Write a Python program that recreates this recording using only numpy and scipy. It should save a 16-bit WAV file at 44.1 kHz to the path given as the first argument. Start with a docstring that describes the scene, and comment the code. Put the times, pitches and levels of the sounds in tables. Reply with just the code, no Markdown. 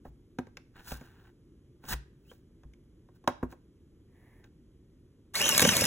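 """A coin scrapes and knocks at the slot of a homemade snack machine; a button is pressed and let go.
Blows ring the cabinet's modes, sliding is a stream of tiny slips, and the rim squeaks by stick-slip.
Then a small geared servo whines and rasps as it turns a wire coil that judders on its shelf,
while a foil snack bag crinkles in bright cracks and airy pops as it is pushed forward.
Close, in a quiet room with a low rumble; a faint ticking whirr passes before the servo starts."""
import sys
import numpy as np
from scipy import signal
from scipy.fft import rfft, irfft, next_fast_len
from scipy.io import wavfile
from scipy.ndimage import uniform_filter1d

SR = 44100
rng = np.random.default_rng(int(sys.argv[2]) if len(sys.argv) > 2 else 0)


def materialize(psi):
    """Save the field psi as 16-bit PCM at rate SR to the path in sys.argv[1].

    A 1-D psi becomes a single channel; in a 2-D psi each row is a channel.
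    """
    bounded = np.clip(np.atleast_2d(psi).T, -1, 1)
    quanta = np.round(bounded * 32767).astype(np.int16)
    wavfile.write(sys.argv[1], SR, quanta)


N = 258602
TIME = np.arange(N) / SR

# servo: switch-on time, then the easing times of its sound and of its speed
SERVO_ON_S, SWITCH_S, SPIN_UP_S = 5.333, .016, .016
START_HZ, LOADED_HZ = 1300, 2205  # gear mesh rate
WHINE_DB, WHINE_RACING_DB = -36.5, 3  # whine under load, and its gain for each 1000 Hz of extra speed
RASP_DB, RASP_GROWTH_DB, WIND_UP_S = -34, 2.5, 0.16  # the rasp grows as the coil takes up the bag
# spectrum of gear teeth rasping: pitch_hz, level_db
RASP_SPECTRUM = [(200, -30), (700, -6), (1200, -2), (1700, -6), (2200, 2.5), (2800, -4), (3400, 1),
                 (4200, -1), (6000, 3.5), (9000, 1), (12000, -1), (15500, -6)]


def servo(jitter=0.013, housing_hz=2810, housing_q=22, housing_db=7.0, throb=0.19, runout=0.75,
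          grind_db=-8.5, backlash=0.64, overtone_db=2):
    """Gear teeth whine at the mesh rate and rasp against each other once a pinion turn."""
    mesh_hz = speed()
    extra_khz = (mesh_hz - LOADED_HZ) / 1000
    whine_gain = amp(WHINE_DB + WHINE_RACING_DB * extra_khz)
    rasp_gain = amp(RASP_DB + RASP_GROWTH_DB * running(WIND_UP_S))
    teeth = 2 * np.pi * np.cumsum(mesh_hz * (1 + jitter * wobble(size=40))) / SR
    turn = teeth / 10  # ten teeth a turn
    pinion = np.cos(turn)
    # backlash makes every partial come and go; an off-centre pinion adds sidebands
    whine = 0
    for partial, db in enumerate([0, overtone_db, -5], start=1):
        tone = np.sin(partial * (teeth + runout * pinion))
        whine = whine + (1 + backlash * wobble(size=160)) * amp(db) * tone
    # uneven teeth grind at the lower multiples of the pinion's turn
    grind = amp(grind_db) * sum(wobble(size=500) * np.sin(order * turn) for order in range(3, 9))
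    scrapes = grains(per_s=5000, spread_db=1.0) * (1 + throb * pinion)
    rasp = unit(colour(scrapes, RASP_SPECTRUM))
    gears = running(SWITCH_S) * (whine_gain * (whine + grind) + rasp_gain * rasp)
    # the housing sings when the whine sweeps through its resonance
    housing = signal.lfilter(*signal.iirpeak(housing_hz, housing_q, SR), gears)
    return gears + amp(housing_db) * housing


def running(rise_s):
    """Goes smoothly from 0 to 1 once the servo is switched on."""
    return 1 - np.exp(-(np.maximum(TIME - SERVO_ON_S, 0) / rise_s) ** 2)


# the coil slips free and the servo races until the load returns:
# start_s, length_s, top_mesh_hz, skew (no unit; under 1 peaks early)
SURGES = [(5.402, 0.19, 3081, .62), (5.605, .15, 3100, .88), (5.792, .14, 2750, .65)]


def speed():
    """Gear mesh rate in Hz: a spin-up, then one arch for each surge."""
    hz = START_HZ + (LOADED_HZ - START_HZ) * running(SPIN_UP_S)
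    for s, length, top_hz, skew in SURGES:
        progress = np.clip((TIME - s) / length, 0, 1)
        hz = hz + (top_hz - LOADED_HZ) * np.sin(np.pi * progress ** skew)
    return hz


# the coil's shaking: steady drive, drive from each bump it carries on, seconds until that crests
RATTLE_DB, RATTLE_JOLT_DB, RATTLE_JOLT_S = -38.5, 0.5, 0.0034
RUMBLE_DB, RUMBLE_JOLT_DB, RUMBLE_JOLT_S = -42.5, -4.5, .016
# spectra of the shelf's rattle and of the low rumble under it: pitch_hz, level_db
RATTLE_SPECTRUM = [(250, -29), (400, -1.5), (490, -3), (590, 7), (720, -17.5), (1000, -4.5), (1300, -10),
                   (2200, -41)]
RUMBLE_SPECTRUM = [(30, -45), (65, -7.5), (100, 1), (150, 0.5), (230, 6), (320, -5), (500, -34)]


def coil(rattle_db=-3, ring_db=-5, take_up_s=0.051):
    """The turning wire judders on its shelf and shakes the cabinet."""
    steady = running(take_up_s)
    rattle = amp(RATTLE_DB) * steady + amp(RATTLE_JOLT_DB) * jolts(RATTLE_JOLT_S)
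    rumble = amp(RUMBLE_DB) * steady + amp(RUMBLE_JOLT_DB) * jolts(RUMBLE_JOLT_S)
    judder = grains(per_s=760, spread_db=0.0)
    drive = colour(judder, [(200, -11), (550, 8.5), (1000, -7), (1300, 3.5), (1700, 2), (2400, 0)])
    shelf = amp(rattle_db) * unit(colour(judder, RATTLE_SPECTRUM)) + amp(ring_db) * panel(drive)
    return rattle * shelf + rumble * unit(colour(judder, RUMBLE_SPECTRUM))


def jolts(crest_s):
    """After each bump of the turning coil the shaking swells and settles."""
    total = 0
    for s, db, *_ in KNOCKS:
        if s > SERVO_ON_S:
            age = np.maximum(TIME - s, 0) / crest_s
            total = total + amp(db) * age * np.exp(1 - age)
    return total


# the big folds of the foil bag snapping: start_s, crack_db, pop_db
SNAPS = [(5.415, -27, -34), (5.4625, -35, -25), (5.4903, -18, -26), (5.578, -15, -21.5),
         (5.5941, -21.5, -17.5), (5.604, -20, -25), (5.6176, -19.5, -25), (5.6228, -19, -28),
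         (5.6895, -22.5, -19.5), (5.7668, -20, -23.5), (5.8395, -26, -26.5)]
# spectra of the bright crack and of the airy pop: pitch_hz, level_db
CRACK_SPECTRUM = [(1500, -58), (4000, 4), (6500, 14), (9000, 12), (12000, 10), (16000, 3)]
POP_SPECTRUM = [(400, -9.5), (1000, -12), (1700, 3.5), (2500, -14), (3800, 5), (6000, -22), (12000, -66)]


def bag(crack_db=0, pop_db=-1, snap_s=0.0013):
    """Each fold buckles in a quick flurry: a bright crack and a pop of the air inside."""
    out, t = np.zeros(N), np.arange(SR // 20) / SR
    age = t / snap_s
    for s, crack, pop in SNAPS + crinkles():
        foil, air = rng.standard_normal((2, len(t))) * age * np.exp(-age)
        bright = amp(crack + crack_db) * burst(colour(foil, CRACK_SPECTRUM))
        airy = amp(pop + pop_db) * burst(colour(air, POP_SPECTRUM))
        add(out, s, bright + airy)
    return out


# small folds: rate, softest row value, mean rise above it
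CRINKLES_PER_S, CRINKLE_DB, CRINKLE_SPREAD_DB = 24, -36.5, 3


def crinkles():
    """Small folds give way at random while the coil turns: rows like those of the big ones."""
    slots = np.arange(SERVO_ON_S + SWITCH_S, N / SR, 1 / CRINKLES_PER_S)
    delay, crack, pop = rng.random((len(slots), 3)).T
    sizes_db = CRINKLE_DB - CRINKLE_SPREAD_DB * np.log(1 - np.array([crack, pop]))
    return list(zip(slots + delay / CRINKLES_PER_S, *sizes_db))


# coin, finger, button and coil striking the cabinet:
# start_s, strength_db, hardness_db (per register), give_db (of the panel), place (0-1 along the panel)
KNOCKS = [(0.052, -45.5, -12.5, -1, 0.12), (0.386, -33.5, -2.5, 5.5, 0.04), (0.4684, -52.5, -2.5, 1, 0.16),
          (0.570, -54, 9, -19, 0.17), (0.9173, -40.5, 0.5, 1.5, .13), (1.0107, -52.5, -0.5, 6, 0.15),
          (1.838, -51, -2.5, 2, .11), (1.936, -45, 6, -8, .1), (2.314, -51.5, -1.5, -4.5, .17),
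          (2.6335, -62, 0, 5.5, .1), (2.735, -75, 9.5, 5, 0.5), (3.0869, -61, -4, -3, .084),
          (3.24, -54, -4, -2, .085), (3.2752, -18, -2.5, -8, .11), (3.4283, -31, -11.5, 4.5, .22),
          (3.524, -48, -3, -4.5, 0.08), (4.441, -63, 5, 1, .072), (5.5948, -34.5, 8.5, 0, 0.43),
          (5.6223, -27.5, 6, -25, .11), (5.649, -24.5, 5, -2.5, .15), (5.7609, -33.5, -26, -2, .16),
          (5.8172, -30, -21, 0, .15)]
# the cabinet's modes: pitch_hz, level_db, t60_s
CABINET = [(88.9, -12.5, 0.1), (153, -4, 0.072), (251.2, 2.5, 0.13), (351, -1.5, 0.096), (395.4, -1.5, .07),
           (499, 0, 0.071), (574, -5.5, .08), (754.3, -2.5, 0.041), (966.6, -3, 0.034), (1080, -7.5, 0.059),
           (1320, -1, 0.0067), (1587, -3, 0.034), (1812, -11, 0.015), (2350, -16, 0.0057),
           (2690, -15.5, 0.021), (3830, -22.5, 0.047)]
# spectrum of the hard contact: pitch_hz, level_db
TICK_SPECTRUM = [(1200, -33), (2200, 6), (3700, 0.5), (4400, -6.5), (5300, -2.5), (6800, -3.5), (8200, -18),
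                 (9500, -10.5), (12000, -18.5), (16000, -24.5)]


def knocks(tick_s=.0025, clatter_s=0.0083, clatter=0.51, boom_s=0.011, boom=0.56, ring_db=-1,
           clack_db=-5, tick_db=-7, shape_db=6, tilt=0.24):
    """Each blow rings the cabinet; a harder contact tilts the sound from knock to clack to tick."""
    out, t = np.zeros(N), np.arange(SR // 3) / SR
    hz, db, t60 = np.transpose(CABINET)
    order = np.arange(len(hz)) + 1
    decay = amp(db[:, None] - 60 * t / t60[:, None])
    modes = decay * np.sin(2 * np.pi * hz[:, None] * t)
    low, high = hz < 320, hz >= 1200
    chatter_spectrum = [(300, -17.5), (900, -0.5), (1700, 3.5), (2800, -16.5), (6000, -39.5)]
    box_spectrum = [(150, -14.5), (300, -8.5), (800, -7.0), (1300, -15.5), (3000, -42.5)]
    for s, strength_db, hardness_db, give_db, place in KNOCKS:
        # a mode speaks most when struck on one of its bellies; a soft blow misses the higher ones
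        belly_db = shape_db * np.cos(2 * np.pi * order * place)
        share_db = belly_db + tilt * hardness_db * np.log2(hz / hz[0])
        # neighbouring modes start in opposite directions
        struck = modes * ((-1) ** order * amp(share_db))[:, None]
        contact, loose, hollow = rng.standard_normal((3, len(t))) * (1 - np.exp(-t / 0.0011))
        tick = burst(colour(contact * np.exp(-t / tick_s), TICK_SPECTRUM))
        # countless weaker modes fill the gaps between the strong ones
        chatter = burst(colour(loose * np.exp(-t / clatter_s), chatter_spectrum))
        box = burst(colour(hollow * np.exp(-t / boom_s), box_spectrum))
        thud = burst(struck[low].sum(0) * (1 - np.exp(-t / .001)))
        knock = burst(struck[~low & ~high].sum(0)) + boom * box
        clack = burst(struck[high].sum(0)) + clatter * chatter
        ring = amp(give_db) * thud + knock + amp(clack_db + hardness_db) * clack
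        blow = amp(ring_db) * ring + amp(tick_db + 2 * hardness_db) * tick
        add(out, s, amp(strength_db) * blow)
    return out


def panel(x):
    """What the cabinet's modes, equally weighted, pick out of a continuous drive."""
    total = 0
    for hz, _, t60 in CABINET:
        q = np.pi * hz * t60 / np.log(1000)
        total = total + signal.lfilter(*signal.iirpeak(hz, q, SR), x)
    return unit(total)


# coin or finger sliding on the panel: start_s, end_s, easing_s, friction_db, sharp_hiss_db
STROKES = [(0.049, 0.091, 0.013, -71.5, -73), (0.761, 0.811, 0.019, -54.5, -71),
           (0.886, 0.923, .055, -48.5, -44.5), (0.948, 1.058, 0.072, -61.5, -69.5),
           (1.084, 1.292, 0.032, -66.5, -77), (1.855, 1.947, 0.031, -52.5, -56),
           (1.888, 1.935, 0.0071, -42, -36.5), (1.918, 1.942, 0.006, -40, -51),
           (2.3, 2.322, 0.081, -73.5, -65), (3.155, 3.163, .02, -72, -72),
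           (3.506, 3.527, 0.021, -63.5, -63.5), (4.439, 4.469, 0.014, -67.5, -81)]
# spectra of the rubbing and of the sharp edge: pitch_hz, level_db
SCRAPE_SPECTRUM = [(100, 7.5), (250, 1.5), (600, -9), (870, 1), (1200, -5.5), (1550, 4), (1800, -1.5),
                   (2100, -11.5), (2900, -7), (3300, -11), (3900, -12), (6200, -26.5), (9000, -29.5),
                   (16000, -36)]
HISS_SPECTRUM = [(1500, -28.5), (4000, -3.5), (6000, -5.5), (9000, -6), (12000, -9.5), (14500, -3.5),
                 (16000, -2.5)]


def friction(per_s=3000, spread_db=2, ringing=0.088, catch_db=0.8):
    """Tiny slips sound through the panel; a sharp edge adds hiss."""
    slips = unit(colour(grains(per_s, spread_db), SCRAPE_SPECTRUM))
    body = unit(slips + ringing * panel(slips))
    hiss = unit(colour(grains(2 * per_s, spread_db), HISS_SPECTRUM))
    strokes = np.zeros(N)
    for start, end, ease_s, rub_db, edge_db in STROKES:
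        strokes += pressure(start, end, ease_s) * (amp(rub_db) * body + amp(edge_db) * hiss)
    return amp(catch_db * wobble(size=200)) * strokes


PRESS_DB = 2.5  # a stroke presses harder by this much from start to end


def pressure(start, end, ease_s):
    """A stroke swells by 20 dB in its easing time, presses a little harder, and eases off alike."""
    outside_s = np.maximum(start - TIME, 0) + np.maximum(TIME - end, 0)
    progress = np.interp(TIME, [start, end], [0, 1])
    return amp(PRESS_DB * (progress - .5) - 20 * outside_s / ease_s)


# the coin's rim squeaking as it leaves the slot: time_s, level_db, pitch_hz
SQUEAK = [(2.251, -73, 2540), (2.279, -79.5, 2750), (2.302, -54.5, 3100), (2.34, -85, 3240)]


def squeak(jitter=0.038):
    """A rough, rising stick-slip tone."""
    s, db, hz = np.transpose(SQUEAK)
    rough_hz = np.interp(TIME, s, hz) * (1 + jitter * wobble(size=25))
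    turns = np.cumsum(rough_hz) / SR
    return amp(np.interp(TIME, s, db, left=-150, right=-150)) * np.sin(2 * np.pi * turns)


# the whole front panel swaying after a push: start_s, level_db
SWAYS = [(0.081, -45.5), (0.923, -38.5), (1.939, -33), (2.653, -45), (3.433, -39)]
# the swaying panel's modes: pitch_hz, level_db
SWAY_MODES = [(59.5, 2), (138, -9)]


def sways(t60=0.32):
    """The thin front panel swings slowly back to rest."""
    out, t = np.zeros(N), np.arange(SR // 2) / SR
    swing = sum(amp(db - 60 * t / t60) * np.sin(2 * np.pi * hz * t) for hz, db in SWAY_MODES)
    for s, db in SWAYS:
        add(out, s, amp(db) * swing)
    return out


# a faint ticking whirr that swells and fades: time_s, ticking_db, whirr_db
FAINT_WHIRR = [(4.08, -100, -86), (4.17, -82.5, -72), (4.28, -82.5, -68), (4.40, -81, -69.5),
               (4.47, -100, -79)]


def ticking_whirr(pulse_hz=120):
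    """Faint regular ticks, thinned to a bright fizz, over a soft whirr of coloured noise."""
    ticking, whirring = gains(FAINT_WHIRR)
    ticks = np.diff(np.floor(TIME * pulse_hz), prepend=0)
    fizz = unit(colour(ticks, [(5000, -25), (11000, -3), (14000, -12.5)]))
    whirr_spectrum = [(1000, -0.5), (1400, -14.5), (1800, 6.0), (2150, -0.5), (2600, -10.5), (5000, -25.0)]
    whirr = unit(colour(rng.standard_normal(N), whirr_spectrum))
    return ticking * fizz + whirring * whirr


def reflections(x, t60s):
    """Sparse echoes, different at each microphone, each band dying at its own speed."""
    signs = rng.choice([-1., 1.], (2, SR // 2))
    taps = signs * (rng.random((2, SR // 2)) < 3000 / SR)  # about 3000 echoes a second
    taps[:, :SR // 400] = 0  # none in the first 2.5 ms
    hz, t, bands = signal.stft(taps, SR, nperseg=256)
    fading = bands * amp(-60 * t / read(t60s, hz)[:, None])
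    tail = signal.istft(fading, SR, nperseg=256)[1]
    return signal.fftconvolve(x[None], tail / np.linalg.norm(tail[0]), axes=1)[:, :N]


APART = .12  # gain of each microphone's own room air beside the shared part
# spectrum of the room's air: pitch_hz, level_db
AIR_SPECTRUM = [(20, -21), (35, 3.5), (55, 4), (120, 2), (200, -3.5), (350, -2.5), (500, -16), (700, -31),
                (1100, -31.5), (2700, -36.5), (3200, -32), (3700, -37.5), (12500, -42), (14000, -62)]


def room_air(level_db=-59):
    """Steady low rumble of the room under a faint hiss."""
    shared, left, right = (unit(colour(rng.standard_normal(N), AIR_SPECTRUM)) for _ in range(3))
    return amp(level_db) * (shared + APART * np.array([left, right]))


def amp(db):
    """Decibels to gain."""
    return 10 ** (np.asarray(db) / 20)


def unit(x):
    """Scales to rms 1."""
    return x / np.sqrt(np.mean(x ** 2) + 1e-20)


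def read(points, hz):
    """A spectrum joined by straight lines on a log-frequency axis."""
    f, value = np.transpose(points)
    return np.interp(np.log(hz + 1), np.log(f + 1), value)


def gains(rows):
    """One gain curve for each dB column, silent outside the rows."""
    s, *columns = np.transpose(rows)
    return [amp(np.interp(TIME, s, c, left=-150, right=-150)) for c in columns]


def add(mix, s, sound):
    """Mixes a sound in at s seconds."""
    part = mix[round(s * SR):][:len(sound)]
    part += sound[:len(part)]


def colour(x, points):
    """Causal filter with the given spectrum."""
    log_gain = np.log(amp(read(points, abs(np.fft.fftfreq(4096, 1 / SR)))))
    minimum_phase = np.exp(np.conj(signal.hilbert(log_gain)))
    taps = np.fft.ifft(minimum_phase).real[:2048]
    return signal.fftconvolve(x, taps)[:len(x)]


def burst(x, size=220):
    """Scales a hit so that its loudest few milliseconds have rms 1."""
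    return x / np.sqrt(uniform_filter1d(x ** 2, size).max() + 1e-20)


def grains(per_s, spread_db):
    """Random tiny clicks of uneven size; a larger spread makes some stand out more."""
    size = amp(spread_db * np.minimum(rng.exponential(1, N), 4))
    return unit(size * rng.standard_normal(N) * (rng.random(N) < per_s / SR))


def wobble(size):
    """Smooth random wavering; size is the smoothing in samples."""
    return unit(uniform_filter1d(uniform_filter1d(rng.standard_normal(N), size), size))


# decay of the servo's compartment and of the room: pitch_hz, t60_s
COMPARTMENT = [(200, 0.011), (2500, 0.023), (15000, 0.077)]
ROOM = [(100, .25), (500, .3), (2000, .42), (6000, .3), (15000, .12)]


def scene():
    """The front panel and the servo's compartment sound into one small room."""
    inside = servo() + coil() + bag()
    front = knocks() + friction() + squeak() + sways()
    walls = amp(-11) * reflections(inside, COMPARTMENT)
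    room = amp(-17.0) * reflections(front + inside, ROOM)
    return front + inside + walls + room + ticking_whirr() + room_air()


# phase between the microphones: pitch_hz, left_lead_radians
PORTS = [(0, 0), (690, -0.5), (1980, 0.2), (2500, 1.4), (3790, 1.6), (6370, 5.9), (6980, 6.5), (9560, 10.3),
         (10600, 12.2), (11500, 12.9), (12600, 15.3), (13700, 16.1), (14800, 18.8), (16400, 19.1)]
# level between the microphones: pitch_hz, left_minus_right_db
LEAN = [(100, -0.6), (400, 0.5), (700, -5), (1100, 0.5), (1900, 0), (2300, -2.5), (3000, 0), (15000, 0)]
EDGE_HZ = 15900  # top of the band


def record(dry):
    """The two microphones differ in phase and level; then the band limit."""
    size = next_fast_len(N + 4096)
    hz = np.fft.rfftfreq(size, 1 / SR)
    # each side takes half of the difference
    port = np.exp(.5j * np.interp(hz, *np.transpose(PORTS))) * amp(read(LEAN, hz) / 2)
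    pair = irfft(rfft(dry, size) * np.array([port, 1 / port]), size)[:, :N]
    low_pass = signal.firwin(511, EDGE_HZ, window=("kaiser", 9), fs=SR)
    return signal.oaconvolve(pair, low_pass[None], "same")


dry = scene()
out = record(dry)
materialize(out)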